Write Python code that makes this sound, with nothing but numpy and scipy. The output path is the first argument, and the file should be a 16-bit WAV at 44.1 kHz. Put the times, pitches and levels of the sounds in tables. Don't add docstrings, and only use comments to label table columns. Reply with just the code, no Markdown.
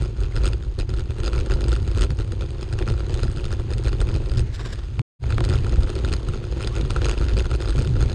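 import sys
import numpy as np
from scipy import signal
from scipy.fft import rfft, irfft
from scipy.io import wavfile
from scipy.ndimage import uniform_filter1d

SR = 44100
rng = np.random.default_rng(int(sys.argv[2]) if len(sys.argv) > 2 else 0)


def persist_wave(psi):
    counts = np.round(np.clip(psi, -1, 1) * 32767).astype(np.int16)
    wavfile.write(sys.argv[1], SR, np.atleast_2d(counts).T)


N = 358974
TIME = np.arange(N) / SR
CUT_S = 5.018
RATTLE_HZ = 104

# (time of the hardest clack [s], its level over 4 ms [dB],
# brightness [dB], sway [dB], build-up [s], rattling on [s])
BUMPS = [(0.021, -35.5, 3, -29, 0.012, 0.043), (0.235, -36.5, 4, -17.5, 0.04, 0.016),
         (0.364, -29.5, 6.5, -18.5, 0.0075, 0.019), (0.456, -25, 9, -15.5, 0.024, 0.024),
         (0.533, -31, 2.5, -19.5, 0.0, 0.00045), (0.7891, -31, 9, -19, 0.00053, 0.01),
         (0.81, -33.5, -1, -26, 0.005, 0.0079), (0.893, -36.5, 4, -20, 0.00088, 0.017),
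         (0.939, -34, -1, -24, 0.0038, 0), (0.995, -36, 8, -22.5, 0.027, 0.01),
         (1.107, -35.5, -10, -41, 0.00073, 0.00057), (1.202, -35.5, 10, -20, 0.019, 0.0011),
         (1.234, -31.5, 11, -24, 0.0, 0.013), (1.279, -25, 4.5, -20.5, 0.028, 0.00028),
         (1.332, -29, -4, -19, 0.0015, 0.033), (1.39, -29, 1, -17.5, 0.0092, 0.019),
         (1.461, -37, 10, -37, 0.0014, 0.0032), (1.519, -26.5, 1.5, -15, 0.016, 0.016),
         (1.618, -33, 3, -21.5, 0.014, 0.000055), (1.641, -31, 7, -17, 0.00088, 0.0024),
         (1.683, -32, 6, -14, 0.00031, 0.0096), (1.729, -25.5, 6, -19.5, 0.012, 0.0039),
         (1.763, -32, 9, -20, 0.0077, 0.0), (1.877, -34.5, 4, -23, 0.0016, 0.012),
         (1.915, -37.5, 7, -30.5, 0.00011, 0.0), (1.984, -28.5, 6, -18, 0.03, 0.0059),
         (2.02, -23.5, 5, -15, 0.0055, 0.012), (2.037, -26.5, 5, -21, 0, 0.0093),
         (2.105, -33.5, 2, -15.5, 0, 0.0042), (2.189, -35.5, 7, -22, 0.001, 0.00048),
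         (2.2, -33, 2, -20, 0.0023, 0.017), (2.321, -34, 5, -24.5, 0, 0.0022),
         (2.41, -30.5, 2, -24, 0.0, 0.015), (2.629, -30, -7, -29, 0, 0.00077),
         (2.727, -32, -5, -26, 0, 0.0024), (2.736, -36, 1, -23, 0, 0.0011),
         (2.789, -28, 0, -26, 0.0021, 0.002), (2.8247, -31, -1, -17.5, 0.0096, 0),
         (2.877, -28, 0, -22, 0.0027, 0.0068), (2.896, -36, -1, -24, 0, 0.0012),
         (2.901, -33.5, 2, -20, 0.0014, 0.019), (2.939, -37, -3, -24, 0.002, 0),
         (3.005, -34, -3, -38, 0.0019, 0), (3.096, -33, 0, -36, 0, 0.0093),
         (3.142, -32, 9, -20.5, 0.0054, 0.00056), (3.193, -33.5, 0, -36, 0.012, 0.002),
         (3.2325, -23.5, 5, -15.5, 0.0023, 0.001), (3.372, -34, 3, -32, 0.0029, 0),
         (3.408, -36, -1, -42, 0.024, 0.0026), (3.454, -32, 2, -19.5, 0.007, 0),
         (3.527, -31.5, 8, -20.5, 0.014, 0.0062), (3.598, -31, -10, -22.5, 0.0017, 0),
         (3.736, -32, 5, -21, 0.021, 0.0018), (3.782, -36.5, 14, -29, 0.00024, 0.0018),
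         (3.846, -34.5, 7, -29, 0.008, 0), (3.863, -30.5, 8, -31, 0.00068, 0.00053),
         (3.873, -25.5, 0, -14, 0.00068, 0.0049), (3.93, -29.5, -10, -20, 0.0035, 0),
         (4.015, -26, 3, -16, 0.0051, 0.0037), (4.089, -33.5, -4, -15.5, 0, 0.0015),
         (4.162, -31, -5, -20, 0.023, 0.0029), (4.317, -33.5, 3, -18.5, 0.0012, 0.00017),
         (4.359, -39, 3, -30, 0.00091, 0.00065), (4.394, -31.5, 18, -17, 0.017, 0.0067),
         (5.324, -28, -5, -22, 0.029, 0.0034), (5.441, -28.5, 6, -37, 0.0018, 0.018),
         (5.498, -28.5, 4, -35, 0.0056, 0.014), (5.537, -25.5, -3, -23, 0.018, 0.024),
         (5.646, -33, 1, -29, 0.0049, 0.0018), (5.667, -30.5, 6, -38, 0.0011, 0.00019),
         (5.731, -28, -18, -17, 0.0021, 0.0022), (5.785, -45, 0, -21, 0.00037, 0.00054),
         (5.833, -32.5, 3, -16, 0, 0.0031), (5.894, -31, 1, -24, 0.004, 0.014),
         (5.954, -30.5, 3, -23.5, 0.0024, 0.01), (5.989, -33.5, 2, -24, 0.0036, 0.0026),
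         (6.048, -27, 3, -16.5, 0.0048, 0.0), (6.087, -33, 3, -26, 0.017, 0.00053),
         (6.12, -33, 4, -23, 0.0012, 0.00072), (6.137, -26, 6, -19.5, 0.0064, 0.002),
         (6.287, -31.5, 5, -18, 0.0032, 0.001), (6.336, -33.5, -1, -49, 0.0021, 0.016),
         (6.44, -35.5, -5, -41, 0.0023, 0), (6.524, -36, 3, -24, 0.0016, 0),
         (6.571, -32, 0, -22, 0.0026, 0), (6.646, -29.5, -1, -26, 0.046, 0.0),
         (6.674, -25.5, 4, -23, 0.0023, 0.00085), (6.783, -29, 1.5, -23.5, 0.033, 0.0021),
         (6.812, -31, 9, -16.5, 0.00044, 0.00017), (6.859, -35.5, 2, -22, 0.0014, 0),
         (6.906, -25.5, 2, -22.5, 0.00043, 0.00093), (6.963, -21, -6, -19.5, 0.00093, 0.0017),
         (7.018, -25, 4, -18, 0.00095, 0.0027), (7.0554, -22.5, 1.5, -19.5, 0.011, 0.01),
         (7.086, -23.5, 2.5, -17.5, 0.0001, 0.033), (7.178, -28, -3, -19, 0.0, 0.00096),
         (7.213, -27.5, -2, -15.5, 0.00018, 0.025), (7.285, -30.0, -5, -22, 0.00099, 0.039),
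         (7.336, -35, 2, -12.5, 0.0, 0.0013), (7.369, -29, 2, -21, 0.0017, 0.00059),
         (7.378, -27, 5, -18, 0.001, 0.0071), (7.396, -27, 0, -20, 0.00022, 0.012),
         (7.456, -30.5, 1.0, -20.5, 0.0075, 0), (7.514, -26.5, -2, -18.5, 0.0048, 0.00055),
         (7.55, -28.5, 0, -18, 0.0082, 0.00015), (7.623, -31, 3, -24, 0.015, 0.002),
         (7.657, -30.5, -2, -37, 0.0092, 0.00085), (7.695, -28.5, 4, -19, 0.024, 0.014),
         (7.789, -29, 3, -15.5, 0.028, 0), (7.8133, -32, 8, -30, 0, 0.01),
         (7.848, -33, -2, -27, 0.0014, 0.00015), (7.874, -33, -2, -25, 0.00065, 0),
         (7.966, -30, -7, -22, 0.0043, 0.000044), (7.998, -35, -1, -28, 0.00018, 0.0014),
         (8.026, -27.5, 1.5, -16, 0.019, 0.014), (8.098, -32, 0, -42, 0.012, 0.024)]


def undb(db):
    return 10 ** (np.asarray(db) / 20)


def together(*gains):
    return 10 * np.log10(sum(g ** 2 for g in gains))


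def unit(x):
    return x / np.sqrt(np.mean(x ** 2))


def steady(x, seconds):
    size = max(int(seconds * SR), 2)
    power = uniform_filter1d(uniform_filter1d(x ** 2, size), size)
    return x / np.sqrt(power + 1e-12)


def colour(points):
    size = 8192
    hz, db = np.transpose(points)
    f = np.maximum(np.arange(size // 2 + 1) * SR / size, 1)
    gain = undb(np.interp(np.log(f), np.log(hz), db))
    cepstrum = irfft(np.log(gain))
    cepstrum[1:size // 2] *= 2
    cepstrum[size // 2 + 1:] = 0
    response = irfft(np.exp(rfft(cepstrum)))
    return response / np.linalg.norm(response)


def ring(modes):
    t = TIME[:SR // 25]
    hz, width, db = np.transpose(modes)[:, :, None]
    sense = (-1) ** np.arange(len(modes))
    decay = np.exp(-np.pi * width * t)
    return sense @ (undb(db) * width * decay * np.sin(2 * np.pi * hz * t))


def through(x, response):
    return signal.fftconvolve(x, response)[:N]


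def lowpass(x, hz, order=2):
    return signal.sosfilt(signal.butter(order, hz, fs=SR, output="sos"), x)


def sparse_grains(per_s):
    return rng.standard_normal(N) * (rng.random(N) < per_s / SR)


def glide(s, hz, hz_per_s, width_hz):
    age = TIME - s
    phase = 2 * np.pi * (hz + .5 * hz_per_s * age) * age
    slip = lowpass(rng.standard_normal((2, N)), width_hz)
    return unit(slip[0] * np.cos(phase) + slip[1] * np.sin(phase))


def swells(rows):
    return sum(undb(db) * np.exp(-.5 * ((TIME - s) / half) ** 2) for s, half, db in rows)


def jolts(levels_db, linger=1.0):
    attack_s, release_s = 0.0067, 0.016
    power = np.zeros(N)
    for (s, _, _, _, build_s, on_s), db in zip(BUMPS, levels_db):
        near = slice(max(int(s * SR) - SR // 4, 0), int(s * SR) + SR // 4)
        age = TIME[near] - s
        half = np.where(age < 0, attack_s + build_s, linger * release_s + on_s)
        power[near] += undb(db) ** 2 * np.exp(-(age / half) ** 2)
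    return np.sqrt(power)


def blows(rows, body, contact_s, grit, patchy_db=2, rise=.14):
    level_s, lead, rise_s = .004, 256, .0014
    split_hz, detune = 3000, .018
    out, t = np.zeros(N + SR), TIME[:2048] - lead / SR
    f = np.linspace(0, SR / 2, len(t) + 1)
    spots_hz = np.geomspace(700, 12000, num=14)
    contact = np.where(t < 0, rise * np.exp(-abs(t) / rise_s), grit * np.exp(-(t / contact_s) ** 2))
    resonances = rfft(body, 2 * len(t))
    for s, db, bright_db in rows:
        push = (t == 0) + contact * rng.standard_normal(len(t))
        shifted = np.interp(f * (1 + detune * rng.standard_normal()), f, resonances)
        spot_db = patchy_db * np.interp(f, spots_hz, rng.standard_normal(len(spots_hz)))
        treble_db = bright_db * f ** 2 / (f ** 2 + split_hz ** 2)
        spectrum = rfft(push, 2 * len(t)) * shifted * undb(spot_db + treble_db)
        sound = irfft(spectrum)[:len(t)]
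        start = max(int(s * SR), 0)
        out[start:start + len(t)] += sound * undb(db) * np.sqrt(level_s * SR) / np.linalg.norm(sound)
    return out[lead:lead + N]


def rumble(track_db, gain_db=-1, bump_db=-0.14, linger=1.38, dip_s=0.011):
    # (frequency [Hz], level [dB])
    shake_spectrum = [(12, -36), (20, -4), (42, -0.5), (55, 2.5), (72, -3.5), (118, -3.5), (138, -9.5),
                      (170, -24), (280, -26.5), (600, -50.5), (3000, -100)]
    thud_spectrum = [(12, -30), (20, -6), (44, 0), (56, 7), (70, -3.5), (118, -7.5), (138, -14), (170, -26),
                     (280, -26.5), (600, -49.5), (3000, -100)]
    gust_spectrum = [(30, -15.5), (80, 0.5), (120, 4), (165, -14.5), (230, -22), (400, -22), (900, -55),
                     (3000, -100)]
    # (middle [s], half length [s], level [dB])
    gusts = [(3.78, 0.082, -28), (4.15, 0.02, -19), (4.39, 0.034, -19), (4.47, 0.041, -31),
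             (5.0, 0.016, -19.5), (7.0, 0.037, -27), (7.8, 0.028, -18), (7.92, 0.047, -19.5),
             (8.04, 0.023, -26)]
    # (time [s], level [dB])
    soft_dips = [(0.41, -18), (0.69, -20), (1.1, -24), (1.56, -19), (1.83, -29), (1.92, -25), (3.05, -25.5),
                 (3.29, -15), (3.37, -25), (3.67, -19.5), (5.79, -10.5), (6.6, -27), (7.92, -20.5)]
    shake = steady(through(rng.standard_normal(N), colour(shake_spectrum)), .05)
    swing = steady(through(rng.standard_normal(N), colour(thud_spectrum)), .025)
    buffets = steady(through(rng.standard_normal(N), colour(gust_spectrum)), 0.077)
    dips = swells([(s, dip_s, db) for s, db in soft_dips])
    thuds_db = together(jolts(np.array(BUMPS)[:, 3] + bump_db, linger), dips)
    return shake * undb(track_db + gain_db) + swing * undb(thuds_db) + buffets * swells(gusts)


def frame(hum_db, gain_db=1.5, coarse_db=-9, thump_s=0.011):
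    # (frequency [Hz], level [dB])
    frame_spectrum = [(120, -37.5), (190, -7), (290, -12.5), (330, 1), (385, -1), (440, -9.5), (530, -8.5),
                      (610, -22), (900, -24), (1600, -43), (6000, -99)]
    knock_spectrum = [(130, -20), (230, 0.5), (285, 2.5), (345, -11.5), (490, -2), (650, -21.5),
                      (1200, -31), (5000, -67)]
    # (time [s], level [dB])
    thumps = [(0.07, -48), (2.816, -34.5), (3.805, -43), (5.41, -29.5), (5.975, -37), (6.8, -37),
              (7.4, -33.5), (7.61, -39), (7.81, -48)]
    drumming = steady(through(sparse_grains(200), colour(frame_spectrum)), .035)
    knocking = unit(through(sparse_grains(70), colour(knock_spectrum))) * undb(coarse_db) * (TIME > CUT_S)
    thumping = drumming * swells([(s, thump_s, db) for s, db in thumps])
    return (drumming + knocking) * undb(hum_db + gain_db) + thumping


def tyres(crunch_db, smooth_db=-48.0, coarse_db=2):
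    # (frequency [Hz], level [dB])
    gravel_spectrum = [(250, -19), (700, 2.5), (1000, 0.5), (1400, -3), (2100, -5.5), (3000, -4),
                       (4700, -8), (5700, -19.5), (6600, -8.5), (7400, -21.5), (8600, -16.5), (9700, -25.5),
                       (11000, -38), (14000, -75.5)]
    grains_per_s, spread_db = 6000, 1.7
    usual_db, follow = -42, .5
    grains = sparse_grains(grains_per_s) * undb(spread_db * rng.exponential(size=N))
    db = smooth_db + follow * (crunch_db - usual_db) + coarse_db * (TIME > CUT_S)
    return steady(through(grains, colour(gravel_spectrum)), 0.16) * undb(db)


def pebbles(crunch_db, gain_db=-12, fall_db=-2):
    count, low_hz, high_hz, cycles, spread_db = 900, 900, 6000, 2.2, 3
    out, t = np.zeros(N + SR), TIME[:SR // 50]
    for when, small, rarity, damping in rng.random((count, 4)):
        hz, start = low_hz * (high_hz / low_hz) ** small, int(when * N)
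        db = fall_db * small - spread_db * np.log(max(rarity, .08))
        decay = np.exp(-t * hz * (.5 + damping) / cycles)
        out[start:start + len(t)] += undb(db) * decay * np.sin(2 * np.pi * hz * t)
    return unit(out[:N]) * undb(crunch_db + gain_db)


def housing(click_db=-5):
    # (frequency [Hz], width [Hz], level [dB])
    resonances = [(341, 35.4, 11), (498, 130, 6.5), (830, 860, -7), (1381, 113, 4), (2130, 774, -4),
                  (2440, 316, 0), (3610, 77, -6), (4010, 120, -1.5), (4954, 76, -6.5), (6610, 120, -6),
                  (8240, 61, -11), (9050, 120, -14), (10400, 220, -27.5)]
    # (frequency [Hz], level [dB])
    click_spectrum = [(400, -39), (1300, 8.5), (2500, 6), (4700, 4.5), (5800, -7.5), (8700, -6.5),
                      (10500, -18), (14000, -30.5)]
    modes = ring(resonances)
    return modes / np.linalg.norm(modes) + undb(click_db) * colour(click_spectrum)[:len(modes)]


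def rattles():
    fall_db, scatter_db = 5, 2.5
    jitter_s, rate_spread, tone_db = .0007, .045, 2.5
    rows = []
    for s, db, bright_db, _, build_s, on_s in BUMPS:
        before, after = round(build_s * RATTLE_HZ), round(on_s * RATTLE_HZ)
        period_s = (1 + rate_spread * rng.standard_normal()) / RATTLE_HZ
        for k in range(-before, after + 1):
            late, size, tone = rng.standard_normal(3) * (k != 0)
            away = np.sqrt(abs(k) / (1 + (before if k < 0 else after)))
            change_db = min(scatter_db * size - fall_db * away, -fall_db * away / 2)
            when = s + k * period_s + jitter_s * late
            rows.append((when, db + change_db, bright_db + tone_db * tone))
    return np.array(rows)


def clacks(hard, gain_db=-0.35):
    return undb(gain_db) * blows(hard, housing(), contact_s=.0012, grit=.19, patchy_db=1.7, rise=.15)


def chatter(hard, crunch_db, gain_db=.5, bright_db=2):
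    jitter_s, scatter_db, tone_db, ceiling_db = .0012, 5, 4, -36.5
    edges = np.sort(np.r_[0, hard[:, 0], TIME[-1]])
    times = []
    for a, b in zip(edges, edges[1:]):
        swings = max(round((b - a) * RATTLE_HZ), 1)
        times.extend(np.linspace(a, b, swings + 1)[1:-1])
    times = np.array(times)
    late, size, tone = rng.standard_normal((3, len(times)))
    db = np.minimum(np.interp(times, TIME, crunch_db) + gain_db + scatter_db * size, ceiling_db)
    rows = np.column_stack([times + jitter_s * late, db, bright_db + tone_db * tone])
    return blows(rows, housing(), contact_s=.0015, grit=.3, patchy_db=3)


def stones():
    # (time [s], level over 4 ms [dB], brightness [dB])
    knocks = [(4.994, -30, 3), (5.2405, -34, -34), (5.381, -37, 16), (5.3828, -22.5, -18),
              (5.3845, -39, -26), (5.4062, -29, 13), (5.409, -29, -38)]
    # (frequency [Hz], level [dB])
    stone_spectrum = [(150, -25), (420, 1), (600, -4), (850, 1), (1400, 1), (2400, -1), (4200, -10),
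                      (6000, -21), (8600, -19), (10000, -34), (14000, -52)]
    # (time [s], frequency [Hz], level [dB])
    pings = [(0.322, 2092, -37), (1.379, 2283, -31), (4.354, 3043, -43)]
    ping_s = .003
    out = blows(knocks, colour(stone_spectrum), contact_s=.0012, grit=.06, patchy_db=0, rise=.07)
    for s, hz, db in pings:
        age = np.maximum(TIME - s, 0)
        out += undb(db) * np.exp(-age / ping_s) * np.sin(2 * np.pi * hz * age)
    return out


def scrunches(split_hz=3000):
    # (middle [s], half length [s], level [dB], brightness [dB])
    spurts = [(4.379, 0.0034, -44, 13), (4.551, 0.01, -49, 14.5), (4.605, 0.0093, -32, -8),
              (4.663, 0.01, -32, -4.5), (4.704, 0.0047, -37, -6), (4.732, 0.006, -35, 2),
              (4.792, 0.0044, -37, -11), (4.838, 0.0052, -43, -8), (7.175, 0.0025, -43, -9)]
    # (frequency [Hz], level [dB])
    scrunch_spectrum = [(250, 1), (380, 6), (520, -0.5), (900, -9), (1140, 0), (1300, -12), (1540, 0),
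                        (2300, -12), (3500, -7), (3840, -4), (4200, -11), (5100, -7), (6400, -18),
                        (7500, -12.5), (8800, -22), (9700, -27), (14000, -42.5)]
    grit = steady(through(sparse_grains(4000), colour(scrunch_spectrum)), .02)
    dull = lowpass(grit, split_hz, order=1)
    body = swells([(s, half, db) for s, half, db, _ in spurts])
    treble = swells([(s, half, db + bright_db) for s, half, db, bright_db in spurts])
    return dull * body + (grit - dull) * treble


def swish(db=-50.0, echo_db=-2, band_db=-53.0, band_hz=1800, slide_hz_per_s=-800):
    # (frequency [Hz], level [dB])
    swish_spectrum = [(300, 7), (1100, 3), (1800, -9.5), (2500, -2.5), (5500, -10), (8000, -13.5),
                      (10000, -29.5), (14000, -41)]
    middle_s, half_s, width_hz = 4.64, .15, 260
    lag_s, drift = .00054, .0004
    flutter_hz, flutter_db = 60, 3
    flutter = undb(flutter_db * unit(lowpass(rng.standard_normal(N), flutter_hz)))
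    hiss = through(rng.standard_normal(N), colour(swish_spectrum)) * flutter
    echo = np.interp(TIME - lag_s - drift * (TIME - middle_s), TIME, hiss)
    band = glide(middle_s, band_hz, slide_hz_per_s, width_hz)
    sound = undb(db) * (hiss + undb(echo_db) * echo) + undb(band_db) * band
    return sound * swells([(middle_s, half_s, 0)])


def scrapes(rise_hz_per_s=3000, width_hz=35):
    # (middle [s], half length [s], frequency [Hz], level [dB])
    chirps = [(6.724, 0.015, 1149, -45), (6.752, 0.016, 1350, -45)]
    out = np.zeros(N)
    for s, half, hz, db in chirps:
        tone = steady(glide(s, hz, rise_hz_per_s, width_hz), 0.02)
        out += tone * swells([(s, half, db)])
    return out


def scene(hum_db=-4.5, crunch_db=-1.0, bump_hum_db=-22, hum_follow=0.47, bump_crunch_db=-12):
    # (time [s], camera sway [dB], frame hum [dB], gravel crunch [dB])
    track = [(0.0, -17.5, -36.5, -43), (0.131, -28.5, -40, -55), (0.45, -27.5, -45, -46.4),
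             (0.62, -27, -40, -55), (0.85, -28.5, -45, -57), (1.1, -25, -40.5, -51), (1.35, -39, -34, -49),
             (1.7, -29, -30, -41), (1.85, -20.5, -38.5, -48.5), (2.05, -31, -36, -54),
             (2.15, -31.5, -42, -53), (2.3, -23.5, -39, -51.5), (2.6, -27, -37, -48.5),
             (2.9, -23, -39, -49.5), (3.22, -23, -30.5, -41), (3.4, -26.5, -40.5, -49.5),
             (4.25, -22, -32.5, -45.5), (4.5, -26, -46, -53.5), (4.95, -26.5, -47.5, -53),
             (5.3, -19, -38, -46), (5.55, -16.5, -38, -47), (5.9, -26, -35.5, -43), (6.45, -26, -36.5, -50),
             (6.9, -23, -38, -44), (7.3, -31.5, -40, -52), (8.14, -22.5, -39, -45.5)]
    s, *columns = np.transpose(track)
    sway, hum, crunch = (np.interp(TIME, s, c) for c in columns)
    strength = np.array(BUMPS)[:, 1]
    hum = together(undb(hum + hum_db), jolts(hum_follow * strength + bump_hum_db))
    crunch = together(undb(crunch + crunch_db), jolts(strength + bump_crunch_db, linger=0.68))
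    rolling = rumble(sway) + frame(hum) + tyres(crunch) + pebbles(crunch)
    passing = stones() + scrunches() + swish() + scrapes()
    hard = rattles()
    rattling = lowpass(clacks(hard) + chatter(hard, crunch), 11300, order=3)
    return (rolling + passing + rattling)[None]


def record(dry, ceiling=0.88):
    resume_s, fade_s, top_hz = 5.188, .05, 14500
    first = np.clip((CUT_S - TIME) * 2000, 0, 1)
    second = np.clip((TIME - resume_s) / fade_s, 0, 1) ** 2
    sound = ceiling * np.tanh(dry / ceiling) * (first + second)
    return signal.sosfilt(signal.ellip(8, .2, 70, top_hz, fs=SR, output="sos"), sound)


dry = scene()
out = record(dry)
persist_wave(out)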